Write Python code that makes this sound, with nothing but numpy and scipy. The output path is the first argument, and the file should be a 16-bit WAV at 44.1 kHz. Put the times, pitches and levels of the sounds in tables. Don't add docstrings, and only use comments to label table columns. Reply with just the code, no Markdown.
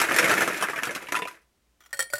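import sys
import numpy as np
from scipy import signal
from scipy.fft import rfft, irfft
from scipy.io import wavfile
from scipy.ndimage import uniform_filter1d

SR = 44100
rng = np.random.default_rng(int(sys.argv[2]) if len(sys.argv) > 2 else 0)


def wav_record(signal):
    frames = np.transpose(np.atleast_2d(signal))
    bounded = np.clip(frames, -1, 1)
    quanta = np.round(bounded * 32767).astype(np.int16)
    wavfile.write(sys.argv[1], SR, quanta)


def volts_from_db(level):
    exponent = np.asarray(level, float) / 20
    return 10 ** exponent


N = 96931

# frequency [Hz], level [dB per Hz].
HUSH_SPECTRUM = [(25, -22), (60, -4), (125, -3), (310, 0), (800, -8), (4000, -14), (8000, -16),
                 (16000, -22)]
HUSH_DB = -72
HUM_HZ, HUM_WIDTH_HZ, HUM_DB = 57, 7, -72
ROOM_T60_S, ROOM_DB = 0.35, -21
SOFT_S = 0.00036

# start [s], low ring [dB], high ring [dB], air [dB], cube clack [dB].
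GLASS_TAPS = [(1.929, -34.5, -38.5, -43, -35), (1.935, -37, -41, -49, -52), (1.943, -46, -45.5, -44, -34),
              (1.97, -52, -48, -53.5, -58), (1.992, -30.5, -30.5, -30, -23),
              (2.003, -29.5, -30.5, -38, -54), (2.024, -41, -39, -40, -39), (2.101, -67, -49, -50, -54),
              (2.126, -51, -44, -49, -48), (2.135, -38.5, -33.5, -25.5, -16.5),
              (2.154, -41.5, -35.5, -66, -55), (2.181, -49, -44.5, -41.5, -38)]
# falls from [s], air column [Hz], cube pitch [Hz].
DROPPED_CUBES = [
    (1.9, 559, 1480),
    (1.98, 522, 1392),
    (2.09, 580, 1477),
]
# frequency [Hz], level [dB], T60 [s].
WALL_LOW_MODES = [(1843, 7.5, 0.17), (1760, -32, 0.17), (2300, -12.5, 0.24)]
# frequency [Hz], level under first, second, third cube [dB],
# T60 [s].
WALL_HIGH_MODES = [(3210, -16, -15, -25.5, 0.32), (4359, -7.5, -8, -11, 0.17), (4716, -30, -34, -11, 0.16),
                   (5000, -15, -10, -19, 0.071), (5630, -5, -0.5, -17, 0.046), (7200, -5, 2.5, -2, 0.035),
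                   (7910, -0.5, 2.5, -3, 0.081), (8250, -1, -4, -11, .05), (9300, -11, -1, 1, 0.02),
                   (9530, -10, -6, -8, 0.34), (9640, -13, -12, -12, 0.08), (10300, -7, -3, -6, 0.05),
                   (11790, -8, -7, -7, 0.071), (12620, -20, -24, -8.5, 0.055)]
# frequency [Hz], level [dB per Hz].
TICK_SPECTRUM = [(700, 2.5), (2300, -3), (16000, -4.5)]
# start [s], frequency [Hz], level [dB], T60 [s].
GLASS_NICKS = [
    (1.944, 8400, -39, 0.027),
    (1.988, 8950, -42, 0.035),
    (2.07, 9000, -43, 0.034),
    (2.094, 1900, -52, .04),
    (2.101, 2240, -40, 0.025),
    (2.102, 7000, -48, .04),
    (2.101, 4716, -54, 0.15),
    (2.181, 7350, -38, .04),
]
# start [s], level [dB].
CUBE_SHIFTS = [
    (1.805, -42.5),
    (1.809, -63.5),
    (1.821, -50),
    (1.836, -49),
    (1.85, -48),
    (1.860, -41),
    (1.891, -53),
    (1.906, -48),
]
# frequency [Hz], level [dB], T60 [s].
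LOADED_SCOOP_MODES = [(1400, 0, .014), (1900, -2, .014), (2250, -7, .012), (3300, -6, .022),
                      (4150, -15, .015), (5800, -10, .03), (7100, -14, .025)]
AIR_T60_S, TAP_CUBE_T60_S = 0.094, 0.047
SPOT_DB, TICK_DB, TICK_T60_S = 1.5, 2.5, 0.087
SHIMMER_DB, SHIMMER_T60_S = -16, 0.04
WALL_SPLIT, TWIN_DB, FLUTTER = 0.005, -4, 0.45
DAMP_DB, DAMP_S = -24, 0.0021
BAR_HZ, BAR_DB, BAR_T60_S = 119, -14, 0.16

# start [s], clack [dB], bin thud [dB], crackle [dB], cube pitch [Hz].
DIG_KNOCKS = [(0.0014, -12.5, -33, -24, 1600), (0.0155, -7.5, -29, -20.5, 1725),
              (0.0404, -14.5, -30, -30.5, 1710), (0.0881, -13, -34.5, -52, 1586),
              (0.1114, -11, -21, -38, 1686), (0.1195, -17, -35, -30.5, 1814),
              (0.1433, -17, -27.5, -29, 1770), (0.163, -11, -25, -21, 1890), (0.186, -7.5, -31, -19, 1550),
              (0.1957, -17, -23, -29, 1690), (0.2276, -11.5, -28, -30.5, 1610),
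              (0.2431, -10, -22, -26, 2090), (0.2581, -13, -33, -42, 1640), (0.2943, -16, -24, -30, 1600),
              (0.3135, -8.5, -21.5, -24, 1436), (0.3383, -13, -32, -29.5, 1576),
              (0.3787, -11, -27.5, -27, 2000), (0.407, -12, -28, -26, 1710), (0.4203, -9, -23, -29, 1760),
              (0.477, -12, -22, -29.5, 1723), (0.5441, -20, -45.5, -36.5, 2090),
              (0.5725, -33, -45.5, -35, 2090), (0.611, -23, -34, -32.5, 1290),
              (0.625, -13, -29, -24.5, 1206), (0.6391, -12, -34.5, -40, 1610),
              (0.6855, -16, -30.5, -42, 1615), (0.6977, -24.5, -51, -36.5, 2320),
              (0.7329, -18.5, -37, -46, 1300), (0.7602, -20.5, -36, -39, 2120),
              (0.7777, -20, -32.5, -41, 1730), (0.7876, -17.5, -44.5, -40, 1750)]
# start [s], clack [dB], bin thud [dB], crackle [dB],
# cube pitch [Hz].
LIFT_KNOCKS = [(0.8247, -29, -33, -43.5, 1800), (0.834, -16, -38, -29.5, 2067),
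               (0.8529, -23.5, -40, -33.5, 1460), (0.8715, -22, -30, -36, 1470),
               (0.8936, -22.5, -32.5, -47, 1700), (0.9087, -27, -34, -39, 1470),
               (0.9607, -26, -37.5, -53, 1405), (0.9596, -32, -35.5, -36.5, 1580),
               (1.0243, -43, -41, -45.5, 1540), (1.0704, -31, -58, -53.5, 2410),
               (1.0863, -27.5, -42, -42, 1960), (1.1221, -16, -27.5, -30.5, 1370),
               (1.1445, -16.5, -40, -40, 1353), (1.1525, -15.5, -47, -34.5, 1967),
               (1.162, -22.5, -43.5, -32.5, 1860), (1.1704, -20, -36, -37, 1943),
               (1.1894, -23.5, -33, -38, 1330), (1.2209, -20.5, -30.5, -43.5, 2234),
               (1.253, -26, -35.5, -47.5, 2400), (1.2741, -26.5, -48.5, -41.5, 1395),
               (1.283, -30.5, -49, -43, 1970), (1.3124, -46, -53, -55, 1930)]
# start [s], clack [dB], bin thud [dB], crackle [dB],
# cube pitch [Hz].
EXTRA_KNOCKS = [
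    (0.950, -30, -50, -31, 1600),
    (1.352, -50, -65, -62, 1900),
    (0.626, -17, -40, -45, 850),
    (0.188, -10, -34, -24, 2000),
    (0.308, -15, -30, -36, 1050),
    (0.700, -26, -45, -50, 800),
    (1.418, -80, -95, -68, 1900),
]
# time [s], rattle [dB], push on the bin [dB re rattle],
# grinding [dB re rattle].
STIRRING = [
    (0, -30.5, -3.5, 3),
    (0.069, -31, -7.5, -0.5),
    (.29, -26.5, -2.5, 1.5),
    (.53, -32.5, -3.5, 0),
    (.79, -41.5, -11.5, -2),
    (.93, -38, -8, -2.5),
    (1.16, -53.5, 0.5, 3.5),
    (1.3, -52.5, -8.5, 2),
    (1.38, -47, -9.5, -3),
]
# frequency [Hz], level [dB], T60 [s].
BIN_MODES = [(152, -17, 0.081), (211, -9, 0.056), (327.2, -5, 0.18), (406, 8.5, 0.031), (516, 3.5, .06),
             (630, 10.5, 0.019), (850, -8.5, 0.055)]
# frequency [Hz], level [dB per Hz].
CRACKLE_SPECTRUM = [(1470, -36), (2500, -3.5), (4440, -12), (5830, -10), (9290, -14), (11000, -11.5),
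                    (14100, -20.5), (16000, -32)]
# frequency [Hz], level [dB], T60 [s].
SCOOP_MODES = [(989.7, 0, 0.13)]
# start [s], level [dB].
FREE_SCOOP_BLOWS = [
    (1.086, -37),
    (1.124, -28.5),
    (1.158, -27),
    (1.170, -25),
    (1.192, -27.5),
    (1.222, -26.5),
    (1.254, -30.5),
    (1.279, -36),
    (1.311, -41),
]
CUBE_HZ, CUBE_SPREAD, KNOCK_SPREAD, CUBE_T60_S = 1721, 0.33, 0.25, 0.02
CUBE_LOW_HZ, CUBE_TOP_HZ = 1150, 2645
BIN_DETUNE = 0.077
CRACKLE_T60_S, CHIP_DB, CHIP_T60_S = 0.025, -13, 0.022
CLACK_DB, THUD_DB, CRACKLE_DB = -2.5, 3.5, 12.5
NEAR_T60_S, NEAR_DB = 0.073, 2
TUMBLES_PER_S, GRINDS_PER_S, GRAIN_SPREAD_DB = 700, 2500, 4.0
STIR_END_S, STIR_FADE_S = 1.33, 0.22
REBOUNDS_S, DIG_REBOUND_DB, LIFT_REBOUND_DB, FIRST_BLOW_DB = 0.012, -6.5, -8.0, -1.5
SCOOP_DB, FREE_SCOOP_S, FREE_T60_S = -25, 1.08, 0.089
GRIP_S, GRIP_T60_S = 1.355, 0.04
MIC_LOW_HZ, EDGE_HZ = 140, 16100


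def evened(x):
    return x / np.sqrt(np.mean(x ** 2) + 1e-20)


def unit(x):
    return x / np.linalg.norm(x)


def signs(count):
    return rng.choice([-1., 1.], count)


def add(mix, start_s, sound):
    part = mix[int(round(start_s * SR)):][:len(sound)]
    part += sound[:len(part)]


def coloured(x, points):
    f, db = np.transpose(points)
    hz = np.fft.rfftfreq(len(x), 1 / SR) + 1
    gain = volts_from_db(np.interp(np.log(hz), np.log(f), db)) * np.minimum(hz / f[0], 1) ** 2
    return irfft(rfft(x) * gain, len(x))


def ring(modes, size=6000):
    t = np.arange(size) / SR
    sines = sum(volts_from_db(db - 60 * t / max(t60, 1e-3)) * np.sin(2 * np.pi * hz * t) for hz, db, t60 in modes)
    return (1 - np.exp(-t / SOFT_S)) * sines


def puff(t60_s, size=3000):
    return rng.standard_normal(size) * volts_from_db(-60 * np.arange(size) / SR / max(t60_s, 1e-3))


def hush():
    r = np.exp(-np.pi * HUM_WIDTH_HZ / SR)
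    noise = rng.standard_normal(N) + 1j * rng.standard_normal(N)
    slow = signal.lfilter([1 - r], [1, -r], noise)
    carrier = np.exp(2j * np.pi * HUM_HZ * np.arange(N) / SR)
    hum = ((np.abs(slow).mean() + slow) * carrier).real
    air = coloured(rng.standard_normal(N), HUSH_SPECTRUM)
    return volts_from_db(HUSH_DB) * evened(air) + volts_from_db(HUM_DB) * evened(hum)


def space(x, t60_s):
    echoes = np.zeros(SR // 2)
    at = np.arange(100, SR // 2 - 20, 20)
    echoes[at + rng.integers(0, 20, len(at))] = signs(len(at))
    echoes *= volts_from_db(-60 * np.arange(len(echoes)) / SR / t60_s)
    return signal.fftconvolve(x, unit(echoes))[:N]


def scoop_shift():
    modes = [(hz * rng.uniform(0.96, 1.03), db, t60) for hz, db, t60 in LOADED_SCOOP_MODES]
    scrape = signal.fftconvolve(ring(modes), unit(puff(0.052)))[:3000]
    return scrape + volts_from_db(-9.5) * coloured(puff(0.073), TICK_SPECTRUM)


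def wall_modes(low_db, high_db, cube, luck):
    low = [(hz, db + low_db, t60) for hz, db, t60 in WALL_LOW_MODES]
    high = [(row[0], row[1 + cube] + high_db + SPOT_DB * x, row[4])
            for row, x in zip(WALL_HIGH_MODES, luck)]
    low += [(hz * (1 + 3 * WALL_SPLIT), db + 2 * TWIN_DB, t60) for hz, db, t60 in low]
    high += [(hz * (1 + WALL_SPLIT * x), db + TWIN_DB, t60 / 2)
             for (hz, db, t60), x in zip(high, luck[::-1])]
    high += [(hz, high_db + SHIMMER_DB, SHIMMER_T60_S) for hz in rng.uniform(2200, 15000, 40)]
    return low, high


def glass_tap(tap, next_s, size=9000):
    start_s, low_db, high_db, air_db, cube_db = tap
    cube = sum(row[0] <= start_s for row in DROPPED_CUBES) - 1
    _, air_hz, cube_hz = DROPPED_CUBES[cube]
    low, high = wall_modes(low_db, high_db, cube, rng.standard_normal(20))
    touched = np.clip((np.arange(size) / SR - next_s + start_s) / DAMP_S, 0, 1)
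    flutter = 1 + FLUTTER * evened(uniform_filter1d(rng.standard_normal(size), size=120))
    sound = ring(low, size) * volts_from_db(DAMP_DB * touched)
    sound += ring(high, size) * flutter * volts_from_db(0.8 * DAMP_DB * touched)
    sound += ring([(air_hz, air_db, AIR_T60_S), (cube_hz, cube_db, TAP_CUBE_T60_S),
                   (BAR_HZ, air_db + BAR_DB, BAR_T60_S)], size)
    add(sound, 0, volts_from_db(high_db + TICK_DB) * coloured(puff(TICK_T60_S), TICK_SPECTRUM))
    return sound


def glass():
    out = np.zeros(N)
    for tap, (next_s, *_) in zip(GLASS_TAPS, GLASS_TAPS[1:] + [(9,)]):
        add(out, tap[0], glass_tap(tap, next_s))
    for start_s, hz, db, t60 in GLASS_NICKS:
        add(out, start_s, ring([(hz, db, t60), (hz * 1.03, db - 5, t60 / 2)]))
    for start_s, db in CUBE_SHIFTS:
        add(out, start_s, volts_from_db(db) * scoop_shift())
    return out


def walled(x):
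    return x + volts_from_db(NEAR_DB) * signal.fftconvolve(x, unit(puff(NEAR_T60_S)))[:len(x)]


def struck(pitch_hz, spread, size=4000):
    hz = pitch_hz * np.exp(spread * rng.standard_normal(9) * (np.arange(9) > 0))
    cube_db = -8 * ((hz > CUBE_TOP_HZ) | (hz < CUBE_LOW_HZ))
    cube = ring(zip(hz, cube_db, CUBE_T60_S * (0.5 + rng.random(9))), size)
    spot = ring([(f * (1 + BIN_DETUNE * rng.standard_normal()), db, t60) for f, db, t60 in BIN_MODES], size)
    chips = ring([(f, 0, CHIP_T60_S) for f in rng.uniform(3000, 14000, 3)], size=3000)
    frost = unit(puff(CRACKLE_T60_S)) + volts_from_db(CHIP_DB) * unit(chips) + volts_from_db(-5.5) * unit(puff(0.0016))
    return [unit(walled(x)) for x in (cube, spot, frost)]


def tumble():
    s, db, push_db, grind_db = np.transpose(STIRRING)
    t = np.arange(N) / SR
    base_db = np.interp(t, s, db) - 60 * np.maximum(t - STIR_END_S, 0) / STIR_FADE_S
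    parts = [(0 * db, TUMBLES_PER_S), (push_db, TUMBLES_PER_S), (grind_db, GRINDS_PER_S)]
    trains = np.zeros((3, N))
    for train, (rel_db, rate) in zip(trains, parts):
        size_db = GRAIN_SPREAD_DB * np.minimum(rng.exponential(1, N), 4)
        blows = volts_from_db(size_db) * (rng.random(N) < rate / SR)
        train[:] = evened(blows) * signs(N) * volts_from_db(base_db + np.interp(t, s, rel_db))
    return trains


def rebounds(digging, count=6):
    late = np.arange(count) + rng.random(count) * (np.arange(count) > 0)
    fade_db = DIG_REBOUND_DB if digging else LIFT_REBOUND_DB
    train = np.zeros(4000)
    at = (late * REBOUNDS_S / 2 * SR).astype(int)
    train[at] = 10 * np.sign(np.sin(40 * late + 1)) * volts_from_db(fade_db * late)
    train[0] *= volts_from_db(FIRST_BLOW_DB * digging)
    return train


def scoop_ring(blows):
    buried = np.arange(N) / SR <= FREE_SCOOP_S
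    out = 2 * volts_from_db(SCOOP_DB) * signal.oaconvolve(blows * buried, unit(ring(SCOOP_MODES, size=9000)))[:N]
    for (start_s, db), (next_s, _) in zip(FREE_SCOOP_BLOWS, FREE_SCOOP_BLOWS[1:] + [(GRIP_S, 0)]):
        late_s = np.maximum(np.arange(6000) / SR - next_s + start_s, 0)
        free = ring([(SCOOP_MODES[0][0], db, FREE_T60_S)])
        add(out, start_s, volts_from_db(-60 * late_s / GRIP_T60_S) * free)
    return out


def ice(count=32):
    trains, out = tumble(), np.zeros((3, N))
    which, blows = rng.integers(0, count, N), trains[0].copy()
    for k in range(count):
        for row, train, sound in zip(out, trains, struck(CUBE_HZ, CUBE_SPREAD)):
            add(row, 0, signal.oaconvolve(train * (which == k), sound))
    for start_s, db, thud_db, crackle_db, hz in DIG_KNOCKS + LIFT_KNOCKS + EXTRA_KNOCKS:
        train = rebounds(start_s < LIFT_KNOCKS[0][0])
        add(blows, start_s, volts_from_db(db + CLACK_DB) * train)
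        levels_db = [db + CLACK_DB, thud_db + THUD_DB, crackle_db + CRACKLE_DB]
        for row, level_db, sound in zip(out, levels_db, struck(hz, KNOCK_SPREAD)):
            add(row, start_s, volts_from_db(level_db) * signal.fftconvolve(train, sound))
    clack, thud, crackle = out
    return clack + thud + 2 * coloured(crackle, CRACKLE_SPECTRUM) + scoop_ring(blows)


def scene():
    cubes, clinks = ice(), glass()
    near = cubes + clinks + volts_from_db(-10.5) * space(clinks, 0.054)
    near = signal.sosfilt(signal.butter(3, MIC_LOW_HZ, "high", fs=SR, output="sos"), near)
    return (near + volts_from_db(ROOM_DB) * space(near, ROOM_T60_S) + hush())[None]


def top_cut(x):
    return signal.sosfilt(signal.butter(12, 16520, fs=SR, output="sos"), x)


def record(dry):
    kept = signal.oaconvolve(dry, signal.firwin(255, EDGE_HZ, fs=SR)[None], "same")
    return top_cut(kept)


dry = scene()
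out = record(dry)
wav_record(out)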